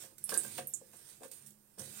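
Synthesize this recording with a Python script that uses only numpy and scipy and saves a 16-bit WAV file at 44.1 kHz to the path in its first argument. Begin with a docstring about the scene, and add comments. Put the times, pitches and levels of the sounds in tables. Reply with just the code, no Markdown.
"""On a kitchen counter, close to a phone, a hand turns crisp chopped vegetables in a wide steel bowl.
The pieces rustle as they slide, crunch when crushed or dropped, and now and then snap.
Fingers knock the loaded bowl, which rings briefly, and it rumbles as it shifts on the counter.
The small, hard room echoes over a faint hum; the right microphone opening resonates in the treble."""
import sys
import numpy as np
from scipy import signal
from scipy.fft import rfft, irfft
from scipy.io import wavfile

SR = 44100
rng = np.random.default_rng(int(sys.argv[2]) if len(sys.argv) > 2 else 0)


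def bounce(signal):
    """Save signal as a 16-bit WAV file at the path given by the first command-line argument."""
    frames = np.transpose(np.atleast_2d(signal))
    limited = np.clip(frames, -1, 1)
    pcm = np.round(limited * 32767).astype(np.int16)
    wavfile.write(sys.argv[1], SR, pcm)


N = 88200

# tone of the still air (f/Hz, gain/dB)
AIR_TONE = [(20, 5), (45, 13), (70, -30), (110, 1), (250, 0.5), (400, -4.5), (700, -8), (2000, -18),
            (5000, -38), (9000, -30.5), (15500, -11.5)]
# how loud the hum is (t/s, level/dB)
HUM_LOUDNESS = [(0, -68), (.15, -65.5), (1.0, -68), (1.35, -72), (1.48, -57), (1.65, -64.5), (1.75, -69),
                (2, -54.5)]
# how loud the rumble is (t/s, level/dB)
RUMBLE_LOUDNESS = [(0, -49.5), (.08, -66), (.2, -61), (.28, -56), (.33, -49.5), (.45, -52.5), (.60, -51),
                   (.68, -62), (.9, -63.5), (1.1, -64), (1.35, -63), (1.45, -62.5), (1.6, -73),
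                   (1.765, -70), (1.785, -41), (1.83, -55.5), (1.90, -54), (2, -61)]
# low notes of the bowl on the counter (f/Hz, level/dB, time to fade by 60 dB/s)
COUNTER_NOTES = [(98, 0, 0.34), (122, -2, 0.71), (138.3, 4, 0.35), (207, -1, 0.1), (239.7, -10.5, 0.45),
                 (339.6, -5.5, 0.048)]
# notes of the loaded bowl (f/Hz, level/dB, time to fade by 60 dB/s, left over right/dB)
BOWL_NOTES = [(135, -6, 0.19, 14), (234.4, 8, 0.19, -1.5), (341, 2.5, 0.23, -0.5), (447, 0, 0.14, 10.5),
              (479.7, 0.5, 0.43, 13), (534.8, 7.5, 0.29, -1), (652, -1.5, 0.22, -1), (723.5, -1, 0.15, 18),
              (773.4, -19.5, 0.31, 28), (878, -4, 0.1, -13), (1059, -3, 0.75, -16.5),
              (1145, -5.5, 0.26, 19), (1584, 2, 0.16, 1.5), (1667, -1.5, .14, 10), (1750, -2.5, 0.15, 10)]
# bright notes of the steel under sliding pieces (f/Hz, level/dB, time to fade by 60 dB/s)
STEEL_NOTES = [(7996, -6, 0.12), (8236, -5, 0.2), (8734, 0, 0.25), (9055, -1, 0.15), (9386, -5, 0.2),
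               (9969, -5, .15)]
# fingers hit the bowl (t/s, level/dB, rattle/s, treble cutoff/Hz, favoured pitch/Hz, smothering/s)
FINGER_KNOCKS = [(0.035, -55, 0.03, 1780, 612, 0.11), (0.123, -63.5, 0.011, 595, 328, 0.018),
                 (0.293, -51, 0.02, 1480, 457, 0.043), (0.3178, -43.5, 0.0021, 2420, 1150, 0.017),
                 (0.3227, -38.5, 0.017, 1000, 455, 0.027), (0.3211, -40.5, 0.011, 3200, 1615, .03),
                 (.347, -44, 0.014, 2800, 1580, 0.075), (0.361, -47.5, 0.011, 5000, 2200, 0.0062),
                 (.369, -43.5, .01, 780, 333, 0.035), (0.446, -48.5, 0.0055, 1850, 1463, 0.034),
                 (0.5787, -49.5, 0.005, 1970, 1550, 0.0085), (.581, -47, .008, 1330, 578, 0.1),
                 (.585, -39, 0.018, 1310, 736, 0.042), (.812, -53, 0.0033, 575, 501, 0.034),
                 (.934, -59, 0.087, 2010, 803, 0.024), (1.204, -56, 0.0069, 520, 457, 0.021),
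                 (1.216, -51, 0.0017, 800, 736, 0.022), (1.231, -49, 0.017, 1490, 493, 0.036),
                 (1.232, -60, 0.0079, 2500, 1720, 0.018), (1.251, -49.5, 0.0039, 640, 512, 0.017),
                 (1.776, -54, 0.027, 990, 436, 0.054), (1.800, -54, 0.0092, 1290, 535, 0.032),
                 (1.817, -54, 0.01, 1100, 480, 0.037), (1.87, -61.5, 0.018, 1100, 433, .03)]
# tone of the dull part of a knock (f/Hz, gain/dB)
THUD_TONE = [(40, -51), (100, -24), (270, -13.5), (450, -1.5), (750, 2), (1100, 1.5), (2300, -7.5),
             (4000, -13), (8000, -21)]
# how hard the hand stirs (t/s, rustle level/dB)
STIR_EFFORT = [(0, -55), (.04, -56), (.08, -68), (.16, -75), (.28, -61.5), (.31, -51), (.43, -57),
               (.50, -55.5), (.57, -54.5), (.62, -67.5), (.66, -67), (.85, -71.5), (.98, -64), (1.04, -65),
               (1.10, -61), (1.19, -70.5), (1.25, -64), (1.30, -73.5), (1.38, -64), (1.48, -69),
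               (1.57, -78.5), (1.77, -76), (1.80, -55), (1.88, -59.5), (2.0, -54.5)]
# tone of the rustling and crunching pieces (f/Hz, gain/dB)
PIECES_TONE = [(100, -17.5), (400, 4.5), (900, 0), (1300, -4), (1620, 2.5), (2200, -0.5), (3300, 2),
               (4500, 1.5), (6500, 0), (9000, -7), (12000, -11), (15500, 0)]
# handfuls crushed or dropped (t/s, level/dB, decay/s, treble tilt/dB per octave)
HANDFULS = [(0.181, -56.5, 0.0039, 2), (0.2908, -40.5, 0.0099, 0), (.3204, -60, 0.0027, -1),
            (0.3401, -40.5, 0.0077, 2), (.432, -46, 0.023, 1.5), (0.5755, -45, 0.0028, 25),
            (0.579, -45, 0.017, -5), (0.932, -63.5, 0.0096, -1.5), (1.232, -55.5, 0.015, -1),
            (1.278, -60.5, 0.0039, 9), (1.3137, -49.5, 0.026, 3), (1.462, -54, 0.012, 6),
            (1.504, -62.5, 0.0056, 6), (1.782, -52, 0.019, -1), (1.97, -55.5, 0.036, -1.5)]
# pieces that snap (t/s, level/dB, f/Hz, pitch spread/Hz, left over right/dB, splintering/s)
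SNAPPING_PIECES = [(0.24, -49, 10500, 2700, 2.5, 0.0029), (0.3753, -41.5, 8970, 2730, 5.5, 0.015),
                   (0.671, -51, 13250, 3030, 2.5, 0.012), (0.737, -46.5, 6940, 1930, -0.5, 0.015),
                   (.968, -72.5, 9600, 3030, 2, 0.00095), (1.795, -57.5, 6100, 1200, -7, 0.01)]
# tone of the left microphone opening (f/Hz, gain/dB)
LEFT_MIC_TONE = [(100, -11), (200, -12), (400, 0.5), (800, -2), (1600, 0), (4000, -7.5), (7000, -10.5),
                 (9000, -3), (13000, 5), (15500, -14)]
# tone of the right microphone opening (f/Hz, gain/dB)
RIGHT_MIC_TONE = [(100, -9.5), (200, -5), (400, 0), (1600, 3.5), (3000, -0.5), (5000, 1), (7000, 6),
                  (8000, 14.5), (8850, 21.5), (9700, 18), (12000, 13.5), (15500, 3)]

HUM_HZ, AIR_DB = 209.5, -68
ROOM_HIGH_DB, ROOM_LOW_DB, ROOM_HIGH_FADE_S, ROOM_LOW_FADE_S, ROOM_GAP_S = 0.5, -2.5, 0.16, 0.28, 0.0089
BOWL_ECHO_DB, BOWL_ECHO_S, TURNS_PER_S = 3, 0.0041, 1.343
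THUD_DB, RATTLE_DB, KNOCK_ROOM_DB = -4, -12.5, -2
SPOT_DB, SPOT_OCTAVES = 11.5, 0.16  # boost and reach around a knock's favoured pitch
SWELL_S = 0.0011  # the ring builds up while the finger presses
RING_S = 0.034  # a knock smothered sooner than this is more thud than ring
RUSTLE_APART = 0.96  # share of the rustle's power that reaches one side only
DRAG_DB, STEEL_DB = -25.5, -24  # the bowl's low and bright ring under the pieces
ATTACK_S = 0.00074  # a handful gives way over this time
SPLINTER_DB, CRACK_DB = 3.5, -8.5


def undb(db):
    """Turn decibels into a factor to multiply by."""
    return 10 ** (np.asarray(db) / 20)


def unit(x):
    """Scale a sound to an energy of one."""
    return x / np.sqrt(np.sum(x ** 2, axis=-1, keepdims=True) + 1e-20)


def clock():
    """The time of each sample in seconds."""
    return np.arange(N) / SR


def curve(points):
    """A volume curve through (t/s, level/dB) points."""
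    return undb(np.interp(clock(), *np.array(points).T))


def conv(x, response):
    """Let every sample of x set off a ring or an echo."""
    return signal.fftconvolve(x, response)[:N]


def colour(x, points, size=4096):
    """Shape the tone of a sound through (f/Hz, gain/dB) points."""
    hz, db = np.array(points, float).T
    log_hz = np.log(np.arange(size // 2 + 1) * SR / size + 1)
    cepstrum = irfft(np.log(undb(np.interp(log_hz, np.log(hz), db))))
    # folding it in half keeps the filter from answering before the sound arrives
    cepstrum[1:size // 2] *= 2
    cepstrum[size // 2 + 1:] = 0
    return conv(x, irfft(np.exp(rfft(cepstrum))))


def fade(fade_s):
    """Die away by 60 dB in the given time."""
    return np.exp(-np.log(1000) * clock() / fade_s)


def ring(notes):
    """A struck object sounds several fading notes at once."""
    return unit(sum((-1) ** k * undb(db) * unit(fade(fade_s) * np.sin(2 * np.pi * hz * clock()))
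                    for k, (hz, db, fade_s) in enumerate(notes)))


def late(x, start_s):
    """Start a sound at the given time."""
    return np.concatenate([np.zeros(max(int(start_s * SR), 0)), x])[:N]


def event(x, db):
    """Give a short sound the energy of 10 ms at this level."""
    return x / np.sqrt(np.mean(x ** 2) * N + 1e-20) * undb(db) * np.sqrt(SR / 100)


def grains(per_s, spread_db):
    """Tiny clicks of unequal size at random times."""
    sizes = undb(spread_db * np.minimum(rng.exponential(size=N), 4))
    hits = rng.random(N) < per_s / SR
    return unit(hits * sizes * rng.choice([-1, 1], N)) * np.sqrt(N)


def sliding():
    """Things that rub make dense, even clicks."""
    return grains(per_s=3500, spread_db=1.5)


def burst(clicks, decay_s):
    """A cluster of clicks swells quickly and dies away."""
    t = clock()
    return unit(clicks * (1 - np.exp(-t / ATTACK_S)) * np.exp(-t / decay_s))


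def background():
    """Still air and a faint, wavering hum."""
    hum = curve(HUM_LOUDNESS) * np.sin(2 * np.pi * HUM_HZ * clock())
    middle, side = (unit(colour(rng.standard_normal(N), AIR_TONE)) for _ in range(2))
    side = colour(side, [(150, 2), (1500, -1.0)])
    return hum + undb(AIR_DB) * np.sqrt(N / 2) * np.array([middle + side, middle - side])


def rumble():
    """The pressed bowl shifts on the counter and sets off low notes."""
    return conv(sliding() * curve(RUMBLE_LOUDNESS), ring(COUNTER_NOTES))


def walls():
    """The small kitchen echoes after a short gap; the bass lasts longest."""
    noise = rng.standard_normal(N)
    high = undb(ROOM_HIGH_DB) * unit((noise - lowpass(noise, hz=1130)) * fade(ROOM_HIGH_FADE_S))
    low = undb(ROOM_LOW_DB) * lowpass(unit(noise * fade(ROOM_LOW_FADE_S)), hz=674)
    return late(colour(high, [(500, -9), (2500, -2.0)]) + low, ROOM_GAP_S)


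def lowpass(x, hz):
    """Muffle the sound above this pitch."""
    return signal.sosfilt(signal.butter(2, hz, fs=SR, output="sos"), x)


def echoes():
    """Sound bounces quickly inside the bowl, then off the walls."""
    bounces = unit(rng.standard_normal(N) * np.exp(-clock() / BOWL_ECHO_S))
    return undb(BOWL_ECHO_DB) * colour(bounces, [(700, -15.0), (4000, 1)]) + walls()


def stirred(x):
    """The hand circles past eight places in the bowl, each with its own echoes."""
    places = np.arange(8)[:, None] / 8
    nearness = np.maximum(np.cos(2 * np.pi * (TURNS_PER_S * clock() - places)), 0) ** 8
    shares = nearness / np.sqrt(np.sum(nearness ** 2, axis=0))
    return x + sum(conv(x * share, echoes()) for share in shares)


def knocks():
    """A finger rings the bowl, then smothers it while pieces rattle; each spot favours some notes."""
    out, t = np.zeros((2, N)), clock()
    hz, note_db, _, pan_db = np.array(BOWL_NOTES).T
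    notes = np.array([(-1) ** k * ring([note[:3]]) for k, note in enumerate(BOWL_NOTES)])
    for start_s, db, rattle_s, cutoff_hz, spot_hz, smother_s in FINGER_KNOCKS:
        boost_db = SPOT_DB * np.exp(-(np.log2(hz / spot_hz) / SPOT_OCTAVES) ** 2)
        gains = unit(undb(note_db + boost_db))
        touch = (1 - np.exp(-t / SWELL_S)) * np.exp(-(t / smother_s) ** 2)
        rings = (gains * undb(np.array([pan_db, -pan_db]) / 2)) @ notes * touch
        rings /= np.linalg.norm(gains @ notes * np.exp(-t / RING_S))
        sides = []
        for bowl in rings:
            rattle = burst(sliding(), rattle_s)
            thud = undb(THUD_DB) * unit(colour(rattle, THUD_TONE))
            sides.append(lowpass(bowl + undb(RATTLE_DB) * conv(rattle, bowl) + thud, cutoff_hz))
        out += np.array([late(side, start_s) for side in event(np.array(sides), db)])
    return out


def rustle():
    """Pieces slide over each other all across the bowl, so left and right differ."""
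    shared = np.sqrt(1 - RUSTLE_APART) * sliding()
    return [(shared + np.sqrt(RUSTLE_APART) * sliding()) * curve(STIR_EFFORT) for _ in range(2)]


def crunches():
    """A handful gives way in a burst of tiny breaks, duller or brighter."""
    out = 0
    for start_s, db, decay_s, tilt_db in HANDFULS:
        breaks = burst(grains(per_s=1800, spread_db=3), decay_s)
        crunch = colour(breaks, [(2000, -2 * tilt_db), (16000, tilt_db)])
        out = out + late(event(crunch, db), start_s)
    return out


def snaps():
    """A piece breaks with a very short, high ping, struck again as it splinters."""
    out, t, click = 0, clock(), signal.unit_impulse(N)
    crack = undb(CRACK_DB) * unit(colour(click, [(3000, -47), (7000, 0.0), (14000, -8)]))
    for start_s, db, hz, spread_hz, pan_db, splinter_s in SNAPPING_PIECES:
        ping = unit(t ** 2 * np.exp(-np.pi * spread_hz * t) * np.sin(2 * np.pi * hz * t))
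        splinters = undb(SPLINTER_DB) * unit(rng.standard_normal(N) * np.exp(-t / splinter_s))
        snap = event(conv(click + splinters, crack + ping), db)
        out = out + late(snap, start_s) * undb(np.array([[pan_db], [-pan_db]]) / 2)
    return out


def scene():
    """Pieces and fingers sound in the bowl and the kitchen, over rumble, hum and still air."""
    crunch, sides = crunches(), []
    bowl = ring([note[:3] for note in BOWL_NOTES])
    for rub, snap, knock in zip(rustle(), snaps(), knocks()):
        pieces = colour(rub + crunch, PIECES_TONE)
        steel = undb(DRAG_DB) * conv(rub, bowl) + undb(STEEL_DB) * conv(pieces, ring(STEEL_NOTES))
        inside = stirred(pieces + steel + snap)
        # knocks leave the outside of the bowl, so they arrive with less echo
        outside = knock + undb(KNOCK_ROOM_DB) * conv(knock, walls())
        sides.append(inside + outside)
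    return np.array(sides) + rumble() + background()


def record(dry):
    """Each microphone opening colours its side; the treble above 15800 Hz is cut."""
    heard = np.array([colour(dry[0], LEFT_MIC_TONE), colour(dry[1], RIGHT_MIC_TONE)])
    return signal.sosfilt(signal.ellip(10, .2, 70, 15800, fs=SR, output="sos"), heard)


dry = scene()
out = record(dry)
bounce(out)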